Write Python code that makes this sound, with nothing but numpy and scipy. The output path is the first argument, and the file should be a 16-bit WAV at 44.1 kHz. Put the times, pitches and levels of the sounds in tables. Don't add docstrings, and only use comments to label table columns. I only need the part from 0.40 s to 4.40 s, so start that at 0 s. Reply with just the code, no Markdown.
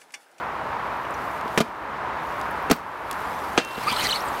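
import sys
import numpy as np
from scipy import signal
from scipy.fft import rfft, irfft
from scipy.io import wavfile
from scipy.ndimage import uniform_filter1d, map_coordinates

SR = 44100
rng = np.random.default_rng(int(sys.argv[2]) if len(sys.argv) > 2 else 0)


def digitize_waveform(pressure):
    field = np.atleast_2d(pressure).T
    bounded = np.clip(field, -1, 1)
    quanta = np.round(bounded * 32767).astype(np.int16)
    wavfile.write(sys.argv[1], SR, quanta)


N = 176400
T = np.arange(N) / SR
HIT_T = T[:SR // 4]

# pitch_hz, level_db, t60_s
BOOT_MODES = [(174, 0, 0.061), (245.4, 4.5, 0.069), (330, 2.5, 0.036), (466, 1.5, 0.082), (700, 3.5, 0.04),
              (1270, 0, 0.019), (2556, -8, 0.065)]
# time_s, level_db
HISS_LEVEL = [(0, -62.5), (.68, -56.5), (.81, -51), (.98, -50.5), (1.02, -58), (1.17, -48), (1.3, -60),
              (1.72, -64), (1.87, -52), (2.25, -55.5), (2.5, -54), (2.68, -53.5), (2.77, -48.5), (3.1, -48),
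              (3.36, -44), (3.5, -41), (3.68, -35.5), (3.83, -45.5), (4, -44)]


def amp(db):
    return 10 ** (np.asarray(db) / 20)


def unit(x):
    return x / np.sqrt(np.mean(x ** 2) + 1e-20)


def curve(rows):
    return np.interp(T, *np.transpose(rows))


def wobble(rate, size=N):
    at = np.arange(size) * rate / SR
    return map_coordinates(rng.standard_normal(4096), [at], mode='wrap')


def noise(colour, tilt_db=0, size=N):
    octave = np.log2(np.fft.rfftfreq(size, 1 / SR) + 1)
    hz, db = np.transpose(colour)
    gain = amp(np.interp(octave, np.log2(hz), db) + tilt_db * octave)
    return unit(irfft(rfft(rng.standard_normal(size)) * gain, size))


def filtered(x, kind, hz):
    return signal.sosfilt(signal.butter(2, hz, kind, fs=SR, output='sos'), x)


def patchy(x, depth_db):
    spectra = signal.stft(x, nperseg=512)[2]
    patches = uniform_filter1d(rng.standard_normal(spectra.shape), size=6, axis=0)
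    patches = unit(uniform_filter1d(patches, size=5, axis=1))
    return unit(signal.istft(spectra * amp(depth_db * patches), nperseg=512)[1][:N])


def ring(modes, t):
    return sum((-1) ** k * amp(db + rng.standard_normal() - 60 * t / t60) * np.sin(2 * np.pi * hz * t)
               for k, (hz, db, t60) in enumerate(modes))


def add(out, start_s, x):
    part = out[round(start_s * SR):][:len(x)]
    part += x[:len(part)]


def traffic(drone_hz=65, drone_db=-55):
    # frequency_hz, level_db
    roar_colour = [(20, -45), (40, -22), (62, -8.5), (90, -13), (130, -11.5), (180, -12.5), (300, -10),
                   (450, -9), (620, -6), (780, -4), (950, 0.5), (1200, -3), (1600, -8.5), (2150, -15),
                   (3200, -25.5), (5000, -35.5), (8000, -45.5), (16000, -55)]
    # time_s, level_db
    roar_level = [(0, -29), (.7, -29.5), (1.4, -30.5), (1.9, -29), (2.3, -28.5), (2.6, -29.5), (3.1, -29.5),
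                  (4, -28.5)]
    roar = noise(roar_colour) * amp(curve(roar_level) + 0.43 * wobble(12))
    phase = 2 * np.pi * np.cumsum(drone_hz + 4 * wobble(12)) / SR
    return roar + np.sin(phase) * amp(drone_db + 2.1 * wobble(8))


def rolling(whistle_hz=8370, whistle_width_hz=350, whistle_db=-17.5):
    # frequency_hz, level_db
    hiss_colour = [(1500, 8.5), (3500, 5.5), (6500, 0.5), (8500, -1.5), (13000, 2.5), (16000, -12)]
    # frequency_hz, level_db
    scuff_colour = [(25, -24), (150, 4.5), (400, 2), (1200, -6.5), (2100, 8), (3000, 4), (4200, 6),
                    (6000, -6.5), (11000, -9.5), (16000, -18)]
    # time_s, level_db
    scuff_level = [(2.6, -65), (2.8, -59), (3.1, -52), (3.3, -42), (3.44, -34.5), (3.5, -28), (3.55, -34),
                   (3.65, -24.5), (3.69, -33), (3.76, -35), (3.83, -50.5), (4, -48)]
    grain = unit(amp(1.5 * wobble(900)))
    hiss = amp(curve(HISS_LEVEL) + 0.53 * wobble(25)) * patchy(noise(hiss_colour), depth_db=2.5)
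    whistle = wobble(2 * whistle_width_hz) * np.sin(2 * np.pi * whistle_hz * T)
    whistle *= amp(whistle_db + 5.3 * wobble(50))
    scuff_gain = amp(curve(scuff_level) + 2.0 * wobble(90))
    scuff = scuff_gain * (patchy(noise(scuff_colour), depth_db=4.0) + whistle)
    return grain * (hiss + scuff)


def grit(grains_per_s=500, spread_db=6.5, below_hiss_db=9):
    crushed = rng.random(N) < grains_per_s / SR
    strength = amp(spread_db * np.minimum(rng.standard_normal(N), 2))
    snaps = filtered(crushed * strength, 'highpass', hz=3500)
    return unit(snaps) * amp(curve(HISS_LEVEL) - below_hiss_db)


def ramp_scatter(x, level_db=-18.5, t60_s=0.24, rise_s=0.025):
    tail = noise([(100, -12.5), (1500, -8), (15000, -8)], size=len(HIT_T))
    tail *= amp(-60 * HIT_T / t60_s) * (1 - np.exp(-HIT_T / rise_s))
    return amp(level_db) * signal.fftconvolve(x, tail / np.linalg.norm(tail))[:N]


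def squeals(overtone_db=-15.5, pitch_jitter=0.094):
    # start_s, length_s, first_hz, middle_hz, last_hz, level_db, roughness
    slips = [(.644, 0.016, 3320, 3100, 2900, -46, .6), (0.737, 0.014, 7600, 6100, 5100, -45.5, 0.56),
             (1.512, 0.02, 3100, 3250, 3300, -53, .3), (1.778, 0.028, 3400, 3550, 3670, -52, .4),
             (3.467, .023, 1140, 1215, 1330, -17.5, 0), (3.475, 0.035, 4510, 4710, 4560, -30.5, 0.4),
             (3.477, 0.037, 1984, 2330, 2500, -30.5, 0.44), (3.525, 0.017, 1030, 990, 1010, -26.5, 0),
             (3.562, 0.011, 4450, 4100, 3830, -26, 0.4), (3.565, 0.012, 1270, 1350, 1350, -25.5, 0),
             (3.604, 0.0196, 4060, 3980, 3820, -27, .6), (3.636, .039, 3840, 4300, 4100, -25.5, 1.04),
             (3.648, 0.025, 2130, 2020, 1990, -28, 0.4), (3.685, 0.019, 3300, 3130, 3000, -27, 0.44),
             (3.701, 0.026, 3230, 4280, 3400, -23, 0.36), (3.723, 0.014, 3350, 2980, 3100, -22.5, 0.3),
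             (3.734, .046, 3720, 4430, 3550, -28, 0.56), (3.8, 0.021, 5640, 5670, 6000, -44, 0.5),
             (3.85, .02, 8200, 8600, 8500, -48, .5), (3.87, .024, 8600, 8200, 6550, -44.5, 0.5)]
    out = np.zeros(N)
    for start_s, length_s, first, middle, last, db, roughness in slips:
        u = np.minimum(HIT_T / length_s, 1)
        arc_hz = first * (1 - u) * (1 - 2 * u) + 4 * middle * u * (1 - u) + last * u * (2 * u - 1)
        hz = arc_hz * (1 + pitch_jitter * roughness * wobble(1087, size=len(u)))
        phase = 2 * np.pi * np.cumsum(hz) / SR
        tone = np.sqrt(2) * (np.sin(phase) + amp(overtone_db) * np.sin(2 * phase))
        swell = np.sqrt(abs(np.sin(np.pi * u)))
        flutter = unit(amp(7.6 * roughness * wobble(404, size=len(u))))
        add(out, start_s, amp(db) * swell * flutter * tone)
    return out


def ticks():
    # start_s, level_db, centre_hz, t60_s
    snaps = [(.708, -42, 7000, .015), (1.011, -35.5, 2730, 0.016), (1.079, -39.5, 3000, .03),
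             (2.0, -44, 8000, .015), (2.013, -33, 4270, 0.018), (2.11, -43.5, 11000, .03),
             (2.226, -41, 13000, .015), (2.329, -31, 14000, 0.081), (2.363, -34, 14500, .02),
             (2.7126, -23, 9800, .008), (2.712, -26.5, 3260, .015), (2.729, -28, 5500, .008),
             (3.2493, -16.5, 4850, 0.0042), (3.527, -23.5, 6000, .006), (3.601, -25, 4500, .005)]
    out = np.zeros(N)
    for start_s, db, hz, t60_s in snaps:
        band = noise([(hz / 3, -32), (hz, 0), (hz * 3, -20)], size=len(HIT_T))
        add(out, start_s, amp(db - 60 * HIT_T / t60_s) * band)
    return out


def slab_bumps(damping_t60_s=0.056, rise_s=0.00061):
    # start_s, level_db
    joints = [(1.055, -23.5), (3.377, -15.5)]
    out = np.zeros(N)
    envelope = amp(-60 * HIT_T / damping_t60_s) * (1 - np.exp(-HIT_T / rise_s))
    for start_s, db in joints:
        add(out, start_s, amp(db) * envelope * ring(BOOT_MODES[:4], HIT_T) / 2)
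    return out


def landings(wheel_gap_s=0.0042, wheel_loss_db=4.5, wheel_t60_s=0.0051, boot_db=-0.5):
    # start_s, level_db, thud_db, boot_tuning_ratio, tilt_db_per_octave,
    # lowpass_hz, rattle_hold_s, rattle_t60_s
    blows = [(1.176, -8.5, -1, 0.94, -0.4, 12900, 0.011, 0.066),
             (1.2032, -11.5, 6, .94, 0, 13000, .012, 0.044),
             (2.299, -17.5, 4, 1.06, -1, 12000, 0.0067, 0.06),
             (2.3108, -8.5, 1.5, 1.19, -1.5, 9100, 0.0035, 0.044),
             (2.3132, -7, 3, .95, 2.9, 16000, 0.0021, .024),
             (2.3263, -13.5, -7, 0.98, 1, 7000, 0.005, 0.066),
             (3.1771, -7, 0.5, 1.033, 1.6, 5400, 0.0093, 0.13)]
    # frequency_hz, level_db
    clack_colour = [(40, -39), (150, 1.5), (400, 4.5), (1000, -4.5), (1400, 1.5), (2000, -5.5), (4000, -9),
                    (7000, -16), (11000, -20.5), (16000, -23)]
    clack_rise_s, thud_rise_s = 0.00014, 0.0015
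    out, t = np.zeros(N), HIT_T
    for start_s, db, thud_db, tuning, tilt_db, lowpass_hz, hold_s, t60_s in blows:
        rattle = amp(-60 * np.maximum(t - hold_s, 0) / t60_s)
        lags = wheel_gap_s * (np.arange(4) + np.r_[0, rng.uniform(-.2, .2, size=3)])
        wheels = sum((t >= lag) * amp(-wheel_loss_db * k - 60 * abs(t - lag) / wheel_t60_s)
                     for k, lag in enumerate(lags))
        envelope = (0.46 * rattle + 1.38 * wheels) * (1 - np.exp(-t / clack_rise_s))
        clack = filtered(envelope * noise(clack_colour, tilt_db, size=len(t)), 'lowpass', lowpass_hz)
        boot = ring(BOOT_MODES, t * tuning) * (1 - np.exp(-t / thud_rise_s))
        thud = amp(boot_db + thud_db) * filtered(boot, 'highpass', hz=104) / 2
        add(out, start_s, amp(db) * (clack + thud))
    return out


def steel_ping(start_s=3.177, level_db=-24):
    # pitch_hz, level_db, t60_s
    steel_modes = [(2420, 2, .07), (2719, -1, .85), (3105, -13, .9), (3745, -23, .6), (6110, 2, .06),
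                   (8500, -9, .1)]
    out = np.zeros(N)
    add(out, start_s, amp(level_db) * ring(steel_modes, T[:SR]))
    return out


def scene():
    skates = landings() + steel_ping() + ticks() + slab_bumps() + rolling() + grit() + squeals()
    return (skates + ramp_scatter(skates) + traffic())[None]


def record(dry):
    threshold_db, duck_db_per_db, attack_s, recover_db_per_s = -18.5, 0.63, 0.0068, 18.5
    ceiling, top_hz = 0.75, 15900
    level_db = 10 * np.log10(abs(uniform_filter1d(dry[0] ** 2, size=300)) + 1e-12)
    duck_db = duck_db_per_db * np.maximum(level_db - threshold_db, 0)
    held_db = np.maximum.accumulate(duck_db + recover_db_per_s * T) - recover_db_per_s * T
    pole = np.exp(-1 / (attack_s * SR))
    ducked = dry * amp(-signal.lfilter([1 - pole], [1, -pole], held_db))
    rounded = ducked / (1 + abs(ducked / ceiling) ** 6) ** (1 / 6)
    passband = np.fft.rfftfreq(2 * N, 1 / SR) < top_hz
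    return irfft(rfft(rounded, 2 * N) * passband)[:, :N]


dry = scene()
out = record(dry)
digitize_waveform(out)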